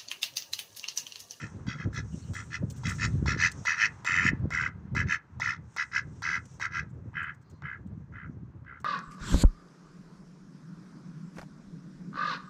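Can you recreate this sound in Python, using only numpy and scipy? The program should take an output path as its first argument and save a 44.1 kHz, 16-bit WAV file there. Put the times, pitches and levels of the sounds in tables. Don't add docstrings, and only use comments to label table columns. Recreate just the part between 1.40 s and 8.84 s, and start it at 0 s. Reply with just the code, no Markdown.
import sys
import numpy as np
from scipy import signal
from scipy.io import wavfile

SR = 44100
rng = np.random.default_rng(int(sys.argv[2]) if len(sys.argv) > 2 else 0)


def digitize_waveform(pressure):
    field = np.atleast_2d(pressure).T
    bounded = np.clip(field, -1, 1)
    quanta = np.round(bounded * 32767).astype(np.int16)
    wavfile.write(sys.argv[1], SR, quanta)


def volts_from_decibels(level):
    exponent = np.asarray(level, float) / 20
    return 10 ** exponent


N = 328306

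# (time [s], length to the release [s], level [dB], puff rate [Hz], release [s])
BURST_QUACKS = [(.267, 0.047, -40, 70, 0.1015), (.934, 0.0687, -41, 80, 0.061),
                (1.435, 0.0741, -36, 73.6, 0.0565), (1.859, 0.0427, -29.5, 73.3, 0.1176),
                (2.252, 0.0554, -26, 80.9, 0.119), (2.647, .19, -27, 90.5, 0.065),
                (3.105, 0.1602, -31, 78.6, 0.057), (3.548, 0.0591, -29, 80.7, 0.0606),
                (3.999, 0.1087, -30.5, 69.6, 0.091), (4.365, 0.0565, -29, 75.3, 0.0457),
                (4.822, .145, -30.5, 79.5, .045), (5.197, 0.0546, -31, 78.2, 0.0586)]
# (time [s], length to the release [s], level [dB], puff rate [Hz], release [s])
SWELL_QUACKS = [(-.04, 0.0785, -44, 80, 0.085), (.354, 0.066, -42, 73, .08),
                (.527, 0.0552, -35.5, 71.5, 0.0625), (1.102, 0.0465, -35, 87, 0.0582),
                (1.582, 0.0663, -28.5, 94.5, 0.0515), (1.972, 0.09224, -24, 84.8, 0.0499),
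                (2.365, 0.0876, -23, 107.5, 0.0473), (2.814, 0.07206, -23, 87, 0.0354),
                (3.667, 0.0763, -26.5, 83, 0.0519), (4.514, 0.06374, -27, 66.5, 0.0587),
                (5.305, 0.0862, -32.5, 83.6, 0.0597)]
# (time [s], length to the release [s], level [dB], puff rate [Hz], release [s])
AWAY_QUACKS = [
    (5.738, 0.16, -35.5, 78.7, 0.0602),
    (6.22, 0.1094, -38.5, 65.9, 0.0922),
    (6.723, .125, -45, 67, .07),
    (7.247, 0.1195, -48.5, 64.4, 0.0746),
]
# (time [s], peak [dB])
OPENINGS = [(0.267, -34), (0.935, -31.5), (1.434, -26), (1.858, -20), (2.252, -18), (2.647, -19),
            (3.105, -22), (3.55, -20), (3.999, -19), (4.364, -18), (4.821, -21.5), (5.198, -25),
            (5.732, -36.5), (6.221, -32.5), (6.719, -46), (7.247, -46)]
# (time [s], brightness [dB], bill resonance [Hz], middle [dB], top against 5300 Hz [dB])
HEAD = [(0, -11, 1799, -10.5, -1.5), (.3, -7.5, 1559, -14, -14.5), (.42, -18, 1688, -18.5, -18),
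        (.58, -7.5, 1701, -18.5, -10), (.97, -9.5, 1753, -14.5, 5), (1.14, -9.5, 1774, -8, -7),
        (1.6, -10, 1757, -12, -4), (1.95, -9.5, 1723, -12, -14), (2.4, -14, 1767, -9.5, -16),
        (2.8, -18, 1788, -10.5, -1.5), (3.2, -20, 1550, -15.5, -6), (3.65, -17.5, 1695, -13, -8.5),
        (4.05, -15.5, 1811, -15, -11.5), (4.5, -15, 1633, -15, -21.5), (5.3, -17.5, 1614, -17, -13.5),
        (5.8, -21, 1643, -13.5, -22.5), (6.3, -23.5, 1638, -22, -12), (7.3, -30.5, 1585, -24, -8.5)]
# (level at the mean [dB], slope [dB per dB])
LOUDNESS_COLOUR = [(-3, -0.0281), (-4, -0.4519), (-2.5, -.9), (-2, -.1)]
# (frequency [Hz], width [Hz], level [dB])
PIPE_LOW = [(977.4, 100, -18.5), (2013.8, 191.4, -0.5)]
PIPE_MIDDLE = [(2537, 190, 3), (3013, 170, -7)]
PIPE_HIGH = [(3318, 200, 0.5), (3851, 280, 0), (4426.5, 250, 1), (5130, 290, 0), (5544, 230, 2),
             (5888, 180, 2), (6495, 190, -1), (7082, 260, -1), (7590, 160, -2), (8660, 400, -14.5),
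             (11900, 780, -23)]
# (time [s], level [dB], sharpness [dB])
HISS = [(0, -58, -4), (.15, -70, -7), (.5, -77, -10), (.75, -63, -0.5), (1.07, -62.5, 3.5), (1.22, -76, -2),
        (1.565, -56, -3), (1.83, -66.5, -5.5), (2.23, -60.5, -6.5), (2.55, -67.5, -4.5), (3.0, -85, -8.5),
        (4.22, -85, -7.5), (4.34, -65.5, 2.5), (4.66, -74.5, -4.5), (4.79, -69, -0.5), (5.17, -67.5, -8.5),
        (5.32, -85, -8), (7.44, -89.5, -8)]
# (frequency [Hz], density [dB per Hz])
HISS_COLOUR = [(1470, -52), (2500, -2.5), (3480, -9), (4220, 2.5), (4810, -22.5), (6660, 17.5),
               (7490, -3.5), (9870, -47.5), (13000, -24)]
# (time [s], level [dB])
WIND = [(.1, -43), (1.15, -42.5), (1.4, -37), (1.8, -27), (2.0, -35.5), (2.3, -50.5), (2.64, -48.5),
        (2.9, -38), (3.3, -42.5), (3.66, -32.5), (3.82, -60), (3.96, -42), (4.2, -43.5), (4.34, -57),
        (4.7, -44), (5.2, -49.5), (5.6, -40.5), (6.06, -53.5)]
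# (frequency [Hz], density [dB per Hz])
WIND_LOW = [(13, -57.5), (22, -34), (67, 5), (103, 6), (151, 4.5), (300, -16.5), (390, -46.5), (660, -120)]
# (time [s], level [dB], length [s])
GUSTS = [(0.287, -34.5, 0.024), (.47, -31.5, 0.051), (0.653, -37, 0.036), (0.748, -41, 0.0124),
         (0.897, -39.5, 0.029), (1.233, -30, 0.0218), (2.849, -31, 0.0374), (2.926, -31, 0.0149),
         (3.051, -34, 0.0359), (3.575, -38, 0.0563), (6.23, -47.5, 0.055), (6.522, -45.5, 0.133),
         (6.932, -44, 0.206), (7.44, -49, 0.062)]
# (time [s], peak [dB], length [s])
THUMPS = [(0.276, -24, 0.00325), (0.468, -21, 0.00263), (0.737, -27.5, 0.00407), (1.231, -19.5, 0.0038),
          (1.748, -25.5, 0.00157), (1.82, -22.5, 0.00135), (1.877, -21.5, 0.00094), (1.958, -23, 0.00114),
          (2.689, -33.5, 0.00138), (2.847, -18, 0.00247), (2.927, -18.5, 0.00198), (3.049, -20, 0.00145),
          (3.564, -24.5, 0.00197), (5.507, -41.5, 0.0026), (5.652, -37.5, 0.00176), (6.456, -33.5, 0.00394),
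          (6.571, -33, 0.00362), (6.891, -29.5, 0.00261), (6.964, -39, 0.00131), (7.026, -35, 0.00214)]
# (frequency [Hz], density [dB per Hz])
STREET = [(180, -30), (300, -7.5), (654, -10), (896, 0.5), (1580, -4.5), (2820, -23), (4710, -27),
          (5940, -44.5), (9930, -45.5), (15800, -55)]
# (time [s], level [dB])
STREET_LEVEL = [(0.0, -52.5), (0.74, -58), (2.86, -49.5), (3.25, -57), (7.27, -62.5), (7.44, -60.5)]
# (time [s], peak [dB], length [s])
STEPS = [(0.532, -48.5, 0.032), (0.935, -39, 0.0223), (1.299, -33.5, 0.0235), (1.361, -42.5, 0.0283),
         (1.476, -35.5, 0.066), (2.115, -32.5, 0.0086), (2.9922, -52.5, 0.0096), (4.081, -49.5, 0.02),
         (5.053, -50.5, 0.016), (5.1342, -50.5, 0.012), (5.488, -65.5, 0.029), (5.5378, -70.5, 0.02),
         (5.683, -67.5, 0.013), (5.827, -45, 0.0155), (5.9412, -54.5, 0.017), (6.012, -60, 0.019),
         (6.097, -52, 0.0249), (6.464, -60, 0.0254), (7.401, -47, 0.0181)]
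# (frequency [Hz], density [dB per Hz])
STEP_COLOUR = [(1180, -56), (2000, -18), (2780, -5), (4710, -4.5), (7320, 5.5), (15800, -46)]
# (time [s], length [s], frequency [Hz], width [Hz], level [dB])
TWITTER = [
    (.74, .02, 2900, 450, -68),
    (.835, .012, 4300, 250, -62),
    (.87, .04, 2900, 450, -70),
    (6.12, .09, 4200, 450, -80),
    (6.1, .07, 4800, 400, -83),
]

# (start under the level [dB], attack [s], climb over the hold [dB],
# glare at the start [dB], glare decay [s] (negative: it grows), dulling [dB per s])
BURST = (15.9, 0.0277, 0.23, 8.9, 0.01, 36)
SWELL = (19.5, 0.0607, -1, -5.5, 0.0022, 5.5)
MUTTER = (17, 0.0444, -5.83, -11.5, -0.08, 30)
# (bill [dB], middle [dB], 3000 Hz [dB], 3400, 4100, 6400, 7500 Hz against 5300 Hz [dB])
FACING = (0.1, 0.1, 0.1, 0.1, 0.1, 0.1, 0.1)
WIDE = (4.1, 3, 0.1, 0.1, 0.1, 0.1, 0.1)
BACK = (5, 0.02, 6, 0, -4, -11, -3)

THROAT_HZ, THROAT_WIDTH_HZ, BILL_WIDTH_HZ = 1363, 225, 225.5
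MEAN_QUACK_DB, SLOT_S, FIRST_PUFF_S = -33, .3, .007
RELEASE_DB, RELEASE_BEND, ATTACK_BEND = 35.5, 1.527, 1.734
SHOULDER_DB, SHOULDER_SHARE = 2, 0.19
BRIGHT_FOLLOWS, MIDDLE_FOLLOWS = 0.1, 0.56
LOW_FOLLOWS_PER_OCTAVE, TOP_FOLLOWS_PER_KHZ = .55, 0.079
SNAP_TOP_HZ, SNAP_BACK_HZ, TURNS_AWAY_S = 15000, 3500, 5.6
ECHO_T60_S, ECHO_DB = 0.17, -23
HISS_TOP_UNDER_DB, HISS_TOP_FLOOR_DB = 28.5, -104
WIND_BRIGHT_DB, WIND_BRIGHT_FOLLOWS = -15.5, -.45
GUST_BRIGHT_DB, GUST_REACH, GUST_REFERENCE_DB = -14, 0.98, -33


def rms_one(x):
    return x / np.sqrt(np.mean(x ** 2) + 1e-20)


def in_time(rows, t):
    s, *columns = np.transpose(rows)
    return [np.interp(t, s, column) for column in columns]


def add(out, s, sound):
    i = round(s * SR)
    out[max(i, 0):i + len(sound)] += sound[max(-i, 0):N - i]


def drift(rate_hz):
    every = 40
    r = np.exp(-2 * np.pi * rate_hz * every / SR)
    slow = signal.lfilter([1], [1, -2 * r, r * r], rng.standard_normal(N // every + 2002))[2000:]
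    return np.interp(np.arange(N) / every, np.arange(len(slow)), rms_one(slow))


def band(x, low_hz, high_hz, order=2):
    return signal.sosfilt(signal.butter(order, [low_hz, high_hz], "band", fs=SR, output="sos"), x)


def resonate(x, hz, width_hz):
    r = np.exp(-np.pi * width_hz / SR)
    zeros = np.array([1, 0, -1]) * (1 - r * r) / 2
    return signal.lfilter(zeros, [1, -2 * r * np.cos(2 * np.pi * hz / SR), r * r], x)


def spindles(air, hz, width_hz):
    return rms_one(resonate(resonate(air, hz, width_hz), hz, width_hz)) * np.sqrt(width_hz)


def coloured(spectrum, patchy_db, per_s):
    hz, level_db = np.transpose(spectrum)
    edges = np.geomspace(hz[0], hz[-1], int(3 * np.log2(hz[-1] / hz[0])) + 2)
    together = drift(per_s)
    white = rng.standard_normal((2, N))
    out = 0
    for k, (low, high) in enumerate(zip(edges, edges[1:])):
        centre_db = np.interp(np.log(low * high) / 2, np.log(hz), level_db)
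        flicker_db = patchy_db * (together + drift(per_s))
        out = out + volts_from_decibels(centre_db + flicker_db) * band(white[k % 2], low, high)
    return rms_one(out)


def effort(row, shape):
    s, length, level_db, puffs_hz, release = row
    under_db, attack, climb_db, glare_db, glare_s, dull_db = shape
    age = np.arange(round(SLOT_S * SR)) / SR
    rise = np.clip(1 - age / attack, 0, 1)
    fall = np.clip((age - length) / release, 0, 1)
    hold_db = climb_db * (np.minimum(age / length, 1) - .5)
    shape_db = hold_db - under_db * rise ** ATTACK_BEND - RELEASE_DB * fall ** RELEASE_BEND
    tilt_db = glare_db * np.exp(-age / glare_s) - dull_db * (age - length / 2)
    return age, level_db + shape_db, tilt_db


def puffs(phase, open_share, leak, clean, uneven_db):
    strength = volts_from_decibels(uneven_db * rng.standard_normal(64))[phase.astype(int) % 64]
    within = phase % 1 / open_share
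    pulse = clean * (np.diff(np.floor(phase), prepend=0) > 0)
    noise = rng.standard_normal(len(phase))
    return strength * (pulse + within * np.exp(1 - within) * noise) + leak * noise


def shade_db(hz, shade):
    at_3400, at_4100, at_6400, at_7500 = shade
    corners_hz = [3450, 3800, 4500, 5000, 5600, 6000, 6700, 7200]
    return np.interp(hz, corners_hz, np.repeat([at_3400, at_4100, 0, at_6400, at_7500], 2)[1:-1])


def low_and_middle_pipe(phase, low, middle, sunk_db):
    parts = []
    for modes in (low, middle):
        lates = [min(.5 * np.log2(hz / 1350), .36) for hz, width, db in modes]
        airs = [puffs(phase - late, open_share=.07, leak=.2, clean=12, uneven_db=1.3) for late in lates]
        parts.append([volts_from_decibels(db) * spindles(air, hz, width) for air, (hz, width, db) in zip(airs, modes)])
    octaves_up = [max(np.log2(hz / THROAT_HZ), 0) for hz, width, db in low]
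    follow = [volts_from_decibels(LOW_FOLLOWS_PER_OCTAVE * octaves * sunk_db) for octaves in octaves_up]
    low_sound = np.sum(np.multiply(follow, parts[0]), 0) / np.std(sum(parts[0]))
    return low_sound, rms_one(sum(parts[1]))


def high_pipe(phase, shade, sunk_db):
    air = puffs(phase - .3, open_share=0.14, leak=0.63, clean=10.0, uneven_db=3.5)
    turn = rng.standard_normal((len(PIPE_HIGH), 2))
    high = 0
    for (hz, width, db), (louder, higher) in zip(PIPE_HIGH, turn):
        follow_db = TOP_FOLLOWS_PER_KHZ * (hz / 1e3 - 4.5) * sunk_db
        mode_db = db + shade_db(hz, shade) + 1.6 * louder + follow_db
        high = high + volts_from_decibels(mode_db) * spindles(air, hz * (1 + 0.023 * higher), width)
    return rms_one(band(high, 3100, 9500, order=3))


def quack(row, shape, side):
    s, length, loudness_db, puffs_hz, release = row
    t, level_db, tilt_db = effort(row, shape)
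    under_peak_db = level_db - level_db.max()
    sunk_db = np.maximum(under_peak_db, -22)

    bright_db, bill_hz, middle_db, top_db = in_time(HEAD, s + length / 2)
    bill_db, throat_db, at_3400, at_4100 = [db + slope * (loudness_db - MEAN_QUACK_DB)
                                            for db, slope in LOUDNESS_COLOUR]
    shoulder_db = SHOULDER_DB + SHOULDER_SHARE * top_db
    posed = np.add(side, [bill_db, middle_db, 0, at_3400, at_4100, shoulder_db, top_db])
    bill_db, middle_db, lift_db, *shade = posed
    bright_db = bright_db + tilt_db + BRIGHT_FOLLOWS * under_peak_db

    wander = np.interp(t, np.linspace(t[0], t[-1], 32), rng.standard_normal(32))
    phase = 4.47 + (t - FIRST_PUFF_S) * puffs_hz + .05 * wander
    low = PIPE_LOW + [(THROAT_HZ, THROAT_WIDTH_HZ, throat_db), (bill_hz, BILL_WIDTH_HZ, bill_db)]
    middle = [(hz, width, db + lift_db * k) for k, (hz, width, db) in enumerate(PIPE_MIDDLE)]

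    low_sound, middle_sound = low_and_middle_pipe(phase, low, middle, sunk_db)
    high_sound = high_pipe(phase, shade, sunk_db)
    middle_gain = volts_from_decibels(middle_db + MIDDLE_FOLLOWS * under_peak_db + 0.5)
    fade = np.clip(np.minimum(t, length + release - t) / .002, 0, 1)
    return fade * volts_from_decibels(level_db) * (low_sound + middle_gain * middle_sound + volts_from_decibels(bright_db) * high_sound)


def opening_click(s, peak_db):
    age = np.arange(SR // 20) / SR
    snap = rng.standard_normal(len(age)) * np.exp(-age / 0.0022)
    body = sum(resonate(snap, hz, 300) for hz, width, db in PIPE_MIDDLE + PIPE_HIGH[:9])
    body = band(body, 1500, 10000, order=4)
    body = body + 33.0 * resonate(snap, 968, 160) + 0.77 * resonate(snap, 900, 550)
    body = body + 0.92 * resonate(snap, THROAT_HZ, 200)
    body = band(body, 200, SNAP_TOP_HZ if s < TURNS_AWAY_S else SNAP_BACK_HZ)
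    return volts_from_decibels(peak_db - 9.5) * body / np.abs(body).max()


def drake():
    out = np.zeros(N)
    kinds = ((BURST_QUACKS, BURST, FACING), (SWELL_QUACKS, SWELL, WIDE), (AWAY_QUACKS, MUTTER, BACK))
    for rows, shape, side in kinds:
        for row in rows:
            add(out, row[0], quack(row, shape, side))
    for s, peak_db in OPENINGS:
        add(out, s, opening_click(s, peak_db))
    return out


def walls(x):
    age = np.arange(SR // 3) / SR
    decay = volts_from_decibels(-60 * age / ECHO_T60_S) * (age > .006)
    tail = band(rng.standard_normal(len(age)), 500, 2100) * decay
    return signal.fftconvolve(x, volts_from_decibels(ECHO_DB) * tail / np.linalg.norm(tail))[:N]


def hiss(t):
    level_db, sharp_db = in_time(HISS, t)
    air = coloured(HISS_COLOUR, patchy_db=1.7, per_s=12)
    edge = rms_one(band(rng.standard_normal(N), 6900, 8700, order=3)) * volts_from_decibels(2.2 * drift(14))
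    top = rms_one(band(rng.standard_normal(N), 14600, 15900)) * volts_from_decibels(2.5 * drift(15))
    top_db = np.maximum(level_db + sharp_db - HISS_TOP_UNDER_DB, HISS_TOP_FLOOR_DB)
    return volts_from_decibels(level_db) * (air + volts_from_decibels(sharp_db - 8.0) * edge) + volts_from_decibels(top_db + 6.0) * top


def buffet(peak_db, length):
    age = np.arange(SR // 10) / SR - .015
    window = np.exp(-(age / max(length, .0005)) ** 2)
    knock = window * np.sin(2 * np.pi * (190 * age + rng.random()))
    return volts_from_decibels(peak_db + 1.0) * knock / np.abs(knock).max()


def wind(t):
    gusts = sum(volts_from_decibels(db) * np.exp(-((t - s) / length) ** 2) for s, db, length in GUSTS)
    level_db, = in_time(WIND, t)
    bright_db = WIND_BRIGHT_DB + WIND_BRIGHT_FOLLOWS * (level_db + 44)
    lumps = volts_from_decibels(2.8 * drift(16))
    low = coloured(WIND_LOW, patchy_db=1.0, per_s=15.0) * lumps
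    red = signal.lfilter([1], [1, -.99], rng.standard_normal(N))
    high = band(red, 220, 550) * lumps ** 1.6
    gust_reach = (gusts / volts_from_decibels(GUST_REFERENCE_DB)) ** GUST_REACH
    high_level = volts_from_decibels(level_db + bright_db) + volts_from_decibels(GUST_BRIGHT_DB) * gusts * gust_reach
    out = (volts_from_decibels(level_db) + gusts) * rms_one(low) + high_level * rms_one(high)
    for s, peak_db, length in THUMPS:
        add(out, s - .008, buffet(peak_db, length))
    return signal.sosfilt(signal.butter(2, 60, "high", fs=SR, output="sos"), out)


def street(t):
    level_db, = in_time(STREET_LEVEL, t)
    return volts_from_decibels(level_db - 7.5) * coloured(STREET, patchy_db=.6, per_s=8)


def feet():
    shape, age = np.zeros(N), np.arange(SR // 8) / SR
    for s, peak_db, length in STEPS:
        rise = 1 - np.exp(-age / 0.0016)
        fall = np.exp(-(age / max(length, .002)) ** 2)
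        add(shape, s, volts_from_decibels(peak_db - 12.5) * rise * fall)
    top = rms_one(band(rng.standard_normal(N), 15300, 17000))
    return shape * (coloured(STEP_COLOUR, patchy_db=3.5, per_s=52) + volts_from_decibels(-6) * top)


def far_bird():
    out, age = np.zeros(N), np.arange(SR // 2) / SR - .25
    for s, length, hz, width, db in TWITTER:
        peep = rms_one(spindles(rng.standard_normal(len(age)), hz, width))
        add(out, s - .25, volts_from_decibels(db) * np.exp(-(age / length) ** 4) * peep)
    return out


def scene():
    t = np.arange(N) / SR
    bird = drake()
    return (bird + walls(bird) + hiss(t) + wind(t) + street(t) + feet() + far_bird())[None]


def roll_off(x):
    return signal.sosfilt(signal.butter(12, 16500, fs=SR, output="sos"), x)


def record(dry):
    rounded = .5 * np.tanh(dry / .5)
    mix = signal.sosfilt(signal.cheby2(12, 60, 16000, fs=SR, output="sos"), rounded)
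    return roll_off(mix)


dry = scene()
out = record(dry)
digitize_waveform(out)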